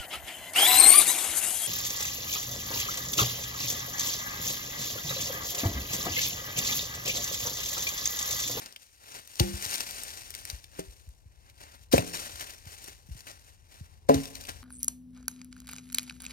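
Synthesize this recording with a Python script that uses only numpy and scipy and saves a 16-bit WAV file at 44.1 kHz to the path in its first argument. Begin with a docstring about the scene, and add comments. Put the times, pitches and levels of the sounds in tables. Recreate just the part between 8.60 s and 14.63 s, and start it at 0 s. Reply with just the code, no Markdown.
"""Logs land one after another on the leafy ground of a wood, with knocks, crunches and a wooden ring.
Most of it is heard from the left. Ringing sine waves make the logs and low sinking waves make the thuds.
Noise bursts make the crushed leaves and snapping twigs; clumps of tiny clicks and hiss make the
rustling leaves and scraping bark. Behind it are faint echoes off the trees and the rumble of light wind."""
import sys
import numpy as np
from scipy import signal
from scipy.fft import rfft, irfft, next_fast_len
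from scipy.io import wavfile

SR = 44100
rng = np.random.default_rng(int(sys.argv[2]) if len(sys.argv) > 2 else 0)


def dump(signal):
    """Clip the signal to [-1, 1] and save it as 16-bit WAV at the path in sys.argv[1]."""
    limited = np.clip(np.atleast_2d(signal).T, -1, 1)
    pcm = np.round(limited * 32767).astype(np.int16)
    wavfile.write(sys.argv[1], SR, pcm)


N = 265878
SIZE = next_fast_len(N + SR)  # room for one second of echo
HZ = np.fft.rfftfreq(SIZE, 1 / SR)

# The ways each log bends and rings, listed by log name.
# Each row: frequency in Hz, level in dB, time to fade by 60 dB in seconds.
LOG_MODES = { "long": [(195.3, -10.5, 1), (347.8, 0, 0.53), (456, -27, .15), (525, -16, 0.32),
             (756, -13.5, 0.29), (820, -3, 0.16), (930, -11, .1)], "short": [(176, -5, .15),
             (303, -3, 0.084), (385, -5, 0.3), (480, 11.5, 0.0043), (633, -7.5, 0.18), (865, -29.5, .12),
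             (1090, -21, .1)], "stacked": [(172, -17, 0.68), (264, -19, 0.34), (308, -15.5, 0.84),
             (418, -18, 0.47), (494, -20.5, 0.18), (622, -4, 0.11), (692, 3, 0.054), (692, -4.5, 0.054),
             (927, -21, 0.065), (960, -11, 0.142), (1098, -20.5, 0.12), (1290, -14, 0.24)],
             "dry": [(150, -16, 0.92), (228, -20.5, 1), (272.5, -3, 0.55), (437, 1.5, 0.28),
             (514, 0.5, 0.08), (573, 4.5, 0.08), (673.6, 4, 0.13), (783, -25.5, 0.15), (814, -7, 0.23),
             (992, 0.5, 0.066), (1260, -30, 0.087), (1470, -29, .15)]}
# Wood striking wood or ground. Each row: start in seconds, log name, ring level in dB, dead knock level in dB,
# knock pitch in Hz, contact time in seconds, seconds of free ringing before the log settles.
BLOWS = [(0.8023, "long", -25, -26, 610, 0.00039, 0.15), (0.838, "long", -23.5, -53, 300, 0.0014, 0.088),
         (2.1865, "short", -55, -46.5, 500, 0.00036, .1), (2.1923, "short", -35, -29, 480, 0.00034, .1),
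         (3.3344, "stacked", -25, -7, 377, 0.00086, 0.38), (3.339, "stacked", -22, -6, 458, 0.00026, 0.39),
         (3.3797, "stacked", -23, -14.5, 603, 0.00024, 0.19),
         (4.2829, "short", -56, -47.5, 407, 0.00015, 0.1), (5.4899, "dry", -32.5, -12, 580, 0.00026, 0.33),
         (5.4955, "dry", -14.5, -21, 534, 0.00053, 0.1), (5.5035, "dry", -39, -18, 413, 0.0008, 0.32),
         (5.5425, "dry", -31, -20, 324, 0.00085, 0.071)]
# Logs and boots pushing on the soil. Each row: start in seconds, level in dB, middle of the sinking pitch in Hz.
THUDS = [(.803, -15, 131), (.81, -25, 72), (0.935, -31.5, 82), (1.059, -41, 111), (1.927, -36, 69),
         (2.275, -42.5, 61.3), (2.474, -42, 68), (2.656, -46, 84), (3.206, -51.5, 76), (3.337, -19, 171),
         (3.342, -25.5, 88), (3.385, -23, 131), (3.731, -43.5, 81), (4.064, -42, 107), (4.488, -42.5, 141),
         (4.506, -35, 69), (4.551, -42.5, 126), (5.208, -36, 111), (5.551, -26, 97), (5.891, -45.5, 120)]
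# A log flattening the litter as it lands or bounces. Each row: start in seconds, crush level in dB,
# crush swell in seconds, resonance in Hz, stirred leaf level in dB, bark level relative to the leaves in dB,
# seconds in which the stirring builds up by 20 dB beforehand.
LANDINGS = [(0.7975, -15, 0.0015, 4040, -33, -3.5, 0.01), (3.315, -35, 0.0046, 4970, -45.5, -9, .004),
            (3.3263, -23, .0036, 4300, -28, -2.5, .008), (3.3796, -21, 0.0016, 2400, -43.5, 5.5, 0.028),
            (5.4897, -33, 0.0018, 5500, -42.5, 8, .004), (5.5429, -26.5, 0.0015, 5000, -40.5, 1, 0.0085)]
# The clearest twigs snapping. Each row: start in seconds, level in dB, resonance in Hz.
SNAPS = [(.06, -33, 5200), (.125, -42, 5060), (.161, -37, 3100), (.675, -36, 9000), (.756, -38, 6000),
         (1.052, -29.5, 4500), (1.111, -26.5, 5100), (1.142, -24.5, 4500), (1.157, -25, 7000),
         (1.206, -24, 5850), (1.3095, -27.5, 9200), (1.4353, -26.5, 9700), (1.504, -34.5, 4930),
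         (1.7054, -29, 9400), (1.7396, -34.5, 3040), (1.75, -30.5, 7000), (1.8527, -26, 10500),
         (1.8998, -25.5, 4840), (2.042, -39, 4240), (2.194, -33, 9000), (2.4906, -49, 9040),
         (2.898, -49, 3000), (3.8086, -31, 2920), (3.871, -40, 4440), (3.896, -41, 1765),
         (4.0556, -43.5, 4100), (4.242, -37, 8200), (4.276, -45, 8100), (4.606, -40.5, 5700),
         (4.6692, -41, 1990), (4.714, -42, 5280), (5.655, -34, 4000), (5.7539, -31.5, 5270),
         (5.8385, -40.5, 5100), (5.852, -39, 2980), (5.871, -37.5, 8500)]
# Two long drags of a log through the litter, one list each.
# Each row: time in seconds, leaf level in dB before DRAG_LIFT_DB, bark level relative to the leaves in dB.
DRAGS = [
    [(0.87, -44.5, -4.5), (1.028, -42.5, -5), (1.05, -37.5, -6.5), (1.096, -39.5, -6), (1.144, -31.5, -5.5),
     (1.196, -42, -3), (1.208, -30.5, -4.5), (1.224, -41.5, -6), (1.546, -45.5, -5), (1.69, -50.5, -5)],
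    [(3.42, -46.5, -5), (3.526, -45.5, -4), (3.55, -35.5, -3), (3.602, -42.5, -3.5), (3.788, -47, -2.5),
     (3.808, -40.5, -3.5), (3.842, -48.5, 0), (3.902, -47.5, -4), (3.982, -59.5, -2.5), (3.99, -55.5, -5.5)],
]
# Boots and log ends scuffing the litter. Each row: strongest moment in seconds, leaf level in dB,
# seconds to build by 20 dB, seconds to fade by 20 dB, bark level relative to the leaves in dB.
SCUFFS = [(.03, -49.5, .3, .18, 2.5), (.215, -55, .1, 0.25, -10), (0.567, -46, 0.21, .13, -1.5),
          (.78, -48.5, .28, .1, -8), (1.79, -45.5, 0.24, 0.27, -5.5), (1.905, -45, 0.06, 0.15, -5),
          (2.196, -48, 0.11, 0.069, 0.5), (2.258, -56.5, .1, 0.49, -6), (2.89, -63.5, 0.29, 0.18, 2.5),
          (3.011, -54, 0.059, 0.25, 2), (3.153, -56, 0.11, 0.024, 1), (3.235, -55.5, 0.061, 0.028, -26),
          (4.1, -49.5, 0.12, 0.29, -2.5), (4.28, -46.5, 0.23, 0.13, -4), (4.583, -52, 0.19, 0.17, -5),
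          (4.681, -46, 0.04, 0.1, 2), (4.889, -59, 0.42, 0.2, -2), (5.149, -56.5, 0.15, 0.33, 0),
          (5.62, -42.5, .08, 0.16, -6), (5.76, -48.5, 0.053, 0.32, -4), (5.893, -38.5, 0.017, 0.023, 4.5),
          (5.97, -56.5, 0.43, 0.23, -1)]
# Colour of breaking litter and twigs. Each row: frequency in Hz, level in dB.
CRUSH_COLOUR = [(100, -22), (500, -6), (1200, -7), (2200, 1), (4500, 0.5), (8000, -6), (12000, -3.5),
                (16000, -2.5)]
# Colour of rustling leaves. Each row: frequency in Hz, level in dB.
LEAF_COLOUR = [(150, -29.5), (1200, -14), (2500, 0.5), (4000, -0.5), (6000, -1), (9000, -4), (12000, -4),
               (16000, -10)]
# Colour of scraping bark. Each row: frequency in Hz, level in dB.
BARK_COLOUR = [(60, -8), (150, -5.5), (400, -2.5), (800, -0.5), (1200, -4.5), (1900, 0.5), (2800, -1.5),
               (4500, -6.5), (12000, -17.5)]
# How late sound from the left reaches the right channel. 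Each row: frequency in Hz, phase lag in radians.
RIGHT_LAG = [(20, .4), (66, .55), (125, .7), (275, 1.4), (520, 1.95), (1150, 3.14), (1900, 4.9),
             (2500, 6.4), (3450, 9.4), (4300, 11.9), (5300, 13.4), (6000, 15.6), (7000, 18.7), (7700, 19),
             (8200, 17.3), (9400, 19.2), (10500, 15.9), (11100, 15.5), (12600, 12.6), (14400, 12.4),
             (15600, 10)]
# Colour of sound scattered off the nearby ground. Each row: frequency in Hz, level in dB.
GROUND_COLOUR = [(50, -19.5), (500, -10.5), (1200, -28.5), (2500, -8), (6000, -10), (16000, -13.5)]
# Colour of the tree trunks' echo. Each row: frequency in Hz, level in dB.
TREE_COLOUR = [(40, -6.5), (200, 8), (600, 0), (2000, 2.5), (6000, 7), (16000, -9)]
# Colour of the wind and woods. Each row: frequency in Hz, level in dB.
AIR_COLOUR = [(15, -34), (35, -0.5), (60, 5), (100, 5), (160, -11), (300, -18.5), (1000, -25), (2500, -72),
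              (8000, -93), (16000, -43.5)]
# How the low wind rumble comes and goes. Each row: time in seconds, level in dB.
BREEZE = [(0, -74), (.7, -68), (1.5, -59), (2.5, -61.5), (3.2, -61), (4.2, -59), (5, -62), (6, -53.5)]
# Uneven tone colour of the left and right channels, with narrow treble dips.
# Each row: frequency in Hz, left level in dB, right level in dB.
CHANNEL_COLOUR = [(29.1, 10.5, 4), (120, 0.1, 0.3), (276, 0, 0), (523, 3, 0), (1050, 4, 2),
                  (1650, 0.5, -1.5), (2430, -4, -5), (3470, 0, -3), (4960, 2, -14.5), (5100, 4, -1.5),
                  (5190, -5.5, -6.5), (5560, 8, -12.5), (7000, -0.5, 1.5), (7840, -1.5, -15), (8120, 9, -5),
                  (9400, 0.5, 2.5), (10830, -4.5, -8), (11670, 4.5, -2.5), (12800, -10, 1.5),
                  (14600, 1, -6), (16350, -0.5, -11)]

THUD_SWELL_CYCLES = 0.65  # a deeper thud also swells more slowly
SNAP_SWELL_CYCLES = 4.5  # a higher snap swells more quickly
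SETTLE_S = 0.11  # leaves stirred by a landing fall by 20 dB in this time
DRAG_LIFT_DB, DRAG_EDGE_S = 1, 0.08  # a drag starts and stops by 20 dB in the edge time
# Lesser twigs break at random times, with loudness set by how hard the leaves are stirred just then.
TWIGS_PER_S, TWIG_OVER_DB, TWIG_SPREAD_DB = 7.5, 2, -6
TWIG_HZ, TWIG_OCTAVES = 5500, 0.73  # typical resonance and its random spread
TOP_EDGE_HZ = 15950


def amp(db):
    """Turns decibels into gain."""
    return 10 ** (np.asarray(db) / 20)


def unit(x):
    """Scales a sound to an average (rms) strength of 1."""
    return x / np.sqrt(np.mean(x ** 2) + 1e-20)


def read(points, hz, axis=1):
    """Reads one table column at any frequency, sliding between rows on a log-frequency scale."""
    table = np.array(points, float)
    return np.interp(np.log(hz + 1), np.log(table[:, 0] + 1), table[:, axis])


def shape(x, gain):
    """Filters a sound by a gain given at each frequency of HZ."""
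    return irfft(rfft(x, SIZE) * gain, SIZE)[..., :N]


def add(mix, s, sound):
    """Lays a sound into the mix at time s, cutting off whatever runs past the end."""
    start = max(round(s * SR), 0)
    part = mix[..., start:][..., :sound.shape[-1]]
    part += sound[..., :part.shape[-1]]


def swell(t, rise):
    """Rises to 1 in the given time, then dies away."""
    return t / rise * np.exp(1 - t / rise)


def log_ring(modes, t, split=0.022, second_plane=0.12):
    """A log is not quite round: it bends in two planes, so each mode is a close, beating pair."""
    ring = 0
    for hz, db, t60 in modes:
        first = np.cos(2 * np.pi * hz * t)
        second = second_plane * np.cos(2 * np.pi * hz * (1 - split) * t)
        ring = ring + amp(db - 60 * t / t60) * (first + second)
    return ring / (1 + second_plane)


def log_blows(knock_cycles=0.83, dull_db=-19, dull_t60=0.16, settled_t60=0.22, pile_low=0.42, pile_high=1.45):
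    """Each blow gives a dead knock and sets the log ringing; a longer contact spares the high modes."""
    out, t = np.zeros(N), np.arange(SR) / SR
    for s, log, ring_db, knock_db, knock_hz, contact, free in BLOWS:
        ring = log_ring(LOG_MODES[log], t)
        # once the log settles, its ring fades faster
        ring *= amp(-60 * np.maximum(t - free, 0) / settled_t60)
        knock = swell(t, knock_cycles / knock_hz) * np.sin(2 * np.pi * knock_hz * t)
        # the wood underneath answers with many crowded, damped modes: a fading band of noise
        band = [pile_low * knock_hz, pile_high * knock_hz]
        band_filter = signal.butter(2, band, "band", fs=SR, output="sos")
        pile = unit(signal.sosfilt(band_filter, rng.standard_normal(SR)))
        knock += pile * amp(dull_db - 60 * t / dull_t60)
        force = swell(t[:600], contact / 2) ** 2
        wood = amp(ring_db) * ring + amp(knock_db) * knock
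        add(out, s, signal.fftconvolve(wood, force / force.sum()))
    return out


def soil_thuds(sag=0.44):
    """A few low cycles that sink in pitch as the ground gives way."""
    out, t = np.zeros(N), np.arange(SR // 2) / SR
    for s, db, hz in THUDS:
        rise = THUD_SWELL_CYCLES / hz
        pitch = hz * (1 - sag + 2 * sag * np.exp(-t / (2 * rise)))
        wave = np.sin(2 * np.pi * np.cumsum(pitch) / SR)
        add(out, s, amp(db) * swell(t, rise) * wave)
    return out


def crackle(per_s, spread_db, hiss, apart=0.39, grain_s=0.00057, count=12):
    """Tiny fractures of very unequal size over a hiss; each kind has its own colour and place."""
    t = np.arange(160) / SR
    shared = rng.standard_normal((count, 1, len(t)))
    separate = apart * rng.standard_normal((count, 2, len(t)))  # differs left and right
    kinds = (shared + separate) * np.exp(-t / grain_s)
    sizes = amp(spread_db * np.minimum(rng.exponential(1, N), 4))
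    clicks = sizes * rng.choice([-1, 1], N) * (rng.random(N) < per_s / SR)
    kind = rng.integers(0, count, N)
    grains = np.zeros((2, N))
    for k in range(count):
        chosen = (clicks * (kind == k))[None]
        grains += signal.oaconvolve(chosen, unit(kinds[k]), axes=1)[:, :N]
    noise = rng.standard_normal(N) + apart * rng.standard_normal((2, N))
    return unit(unit(grains) + hiss * noise)


def breaks(leaf_level, count=200):
    """Lists all that breaks: litter under a landing log, clear snaps and chance twigs."""
    # each entry: start in seconds, gain, swell in seconds, resonance in Hz
    crushed = [(s, amp(db), rise, hz) for s, db, rise, hz, *_ in LANDINGS]
    twigs = [(s, amp(db), hz) for s, db, hz in SNAPS]
    places = rng.integers(0, N, count)
    draws = rng.standard_normal((count, 2))
    wanted = round(TWIGS_PER_S * N / SR)
    for at, (strength, pitch) in list(zip(places, draws))[:wanted]:
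        gain = leaf_level[at] * amp(TWIG_OVER_DB + TWIG_SPREAD_DB * strength)
        twigs.append((at / SR, gain, TWIG_HZ * 2 ** (TWIG_OCTAVES * pitch)))
    return crushed + [(s, gain, SNAP_SWELL_CYCLES / hz, hz) for s, gain, hz in twigs]


def crunches(leaf_level, size=4096, count=256, focus_db=8, focus_octaves=0.62, snap_db=2, snap_s=0.00017):
    """A sharp break, then a short burst of fractures, boosted where the broken piece resonates."""
    out, t, hz = np.zeros((2, N)), np.arange(size) / SR, np.fft.rfftfreq(size, 1 / SR)
    fractures = crackle(per_s=12000, spread_db=2.0, hiss=1.0, apart=0.25)
    excerpts = rng.integers(0, N - size, count)  # each break uses a random stretch of fractures
    for (s, gain, rise, centre_hz), at in zip(breaks(leaf_level), excerpts):
        octaves_away = np.log2((hz + 1) / centre_hz)
        resonance = focus_db * np.exp(-(octaves_away / focus_octaves) ** 2)
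        colour = unit(amp(read(CRUSH_COLOUR, hz) + resonance))
        burst = irfft(rfft(fractures[:, at:at + size]) * colour)
        envelope = np.maximum(swell(t, rise), amp(snap_db) * swell(t, snap_s))
        add(out, s, gain * envelope * burst)
    return out


def stirring():
    """How hard leaves and bark are rubbed: scuffs, landings and drags build, fade and add as powers."""
    t = np.arange(0, N, 32) / SR  # a coarse clock is enough for these slow curves

    def stroke(start, end, db, build, fade, bark_db):
        """Power of the leaves and of the bark in one movement."""
        before, after = np.maximum(start - t, 0), np.maximum(t - end, 0)
        level = db - 20 * (before / build + after / fade)
        return amp([level, level + bark_db]) ** 2

    power = np.zeros((2, len(t)))
    for s, db, build, fade, bark_db in SCUFFS:
        power += stroke(s, s, db, build, fade, bark_db)
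    for s, _, _, _, db, bark_db, ahead in LANDINGS:
        power += stroke(s, s, db, ahead, SETTLE_S, bark_db)
    for drag in DRAGS:
        s, db, bark_db = np.transpose(drag)
        leaf_db = np.interp(t, s, db) + DRAG_LIFT_DB
        power += stroke(s[0], s[-1], leaf_db, DRAG_EDGE_S, DRAG_EDGE_S, np.interp(t, s, bark_db))
    return [np.interp(np.arange(N) / SR, t, np.sqrt(p)) for p in power]


def litter(leaf_level, bark_level, leaf_db=0.0, bark_db=1, clump_db=2.0, clump_hz=45):
    """Leaves crackle and bark scrapes in stick-slip clumps, as hard as the log or boot moves."""
    slips = unit(shape(rng.standard_normal(N), 1 / (1 + (HZ / clump_hz) ** 2)))
    clumps = amp(clump_db * np.clip(slips, -2, 2))
    leaf_grains = clumps * crackle(per_s=2000, spread_db=4.5, hiss=0.97, apart=0.44, count=20)
    leaves = unit(shape(leaf_grains, amp(read(LEAF_COLOUR, HZ))))
    bark_grains = clumps * crackle(per_s=1500, spread_db=3.0, hiss=1.0, apart=0.29)
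    bark = unit(shape(bark_grains, amp(read(BARK_COLOUR, HZ))))
    return amp(leaf_db) * leaf_level * leaves + amp(bark_db) * bark_level * bark


def reflections(x, colour, t60, delay):
    """Sparse echoes of random sign begin after the delay, die away and differ left and right."""
    t = np.arange(SR) / SR
    present = rng.random((2, SR)) < 4000 / SR  # about 4000 echoes a second
    taps = rng.standard_normal((2, SR)) * present * (t > delay) * amp(-60 * t / t60)
    taps /= np.linalg.norm(taps, axis=1, keepdims=True) + 1e-20
    return shape(x, rfft(taps, SIZE) * amp(read(colour, HZ)))


def air(apart=1.0, left_db=3):
    """Low rumble of light wind with a faint hiss of the woods; it is louder on the left."""
    noise = rng.standard_normal(N) + apart * rng.standard_normal((2, N))
    level = np.interp(np.arange(N) / SR, *np.transpose(BREEZE))
    coloured = shape(noise * amp([[left_db], [0]]), amp(read(AIR_COLOUR, HZ)))
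    return amp(level) * unit(coloured)


def scene(echo_db=-26):
    """All the work happens on the left; the ground and the trunks scatter some of it back."""
    leaf_level, bark_level = stirring()
    work = log_blows() + soil_thuds() + crunches(leaf_level) + litter(leaf_level, bark_level)
    late_right = shape(work[1], np.exp(-1j * read(RIGHT_LAG, HZ)))
    direct = np.array([work[0], late_right])
    ground = reflections(work, GROUND_COLOUR, t60=0.054, delay=0.00039)
    trees = amp(echo_db) * reflections(work, TREE_COLOUR, t60=0.84, delay=0.025)
    return direct + ground + trees + air()


def record(dry, low_cut_hz=38):
    """Gives each channel its uneven tone colour, then trims the deepest bass and the highest treble."""
    channel_db = [read(CHANNEL_COLOUR, HZ, axis=1), read(CHANNEL_COLOUR, HZ, axis=2)]
    coloured = shape(dry, amp(channel_db))
    bass_cut = signal.butter(2, low_cut_hz, "high", fs=SR, output="sos")
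    trimmed = signal.sosfilt(bass_cut, coloured)
    treble_cut = signal.firwin(511, TOP_EDGE_HZ, window=("kaiser", 9), fs=SR)
    return signal.oaconvolve(trimmed, treble_cut[None], "same")


dry = scene()
out = record(dry)
dump(out)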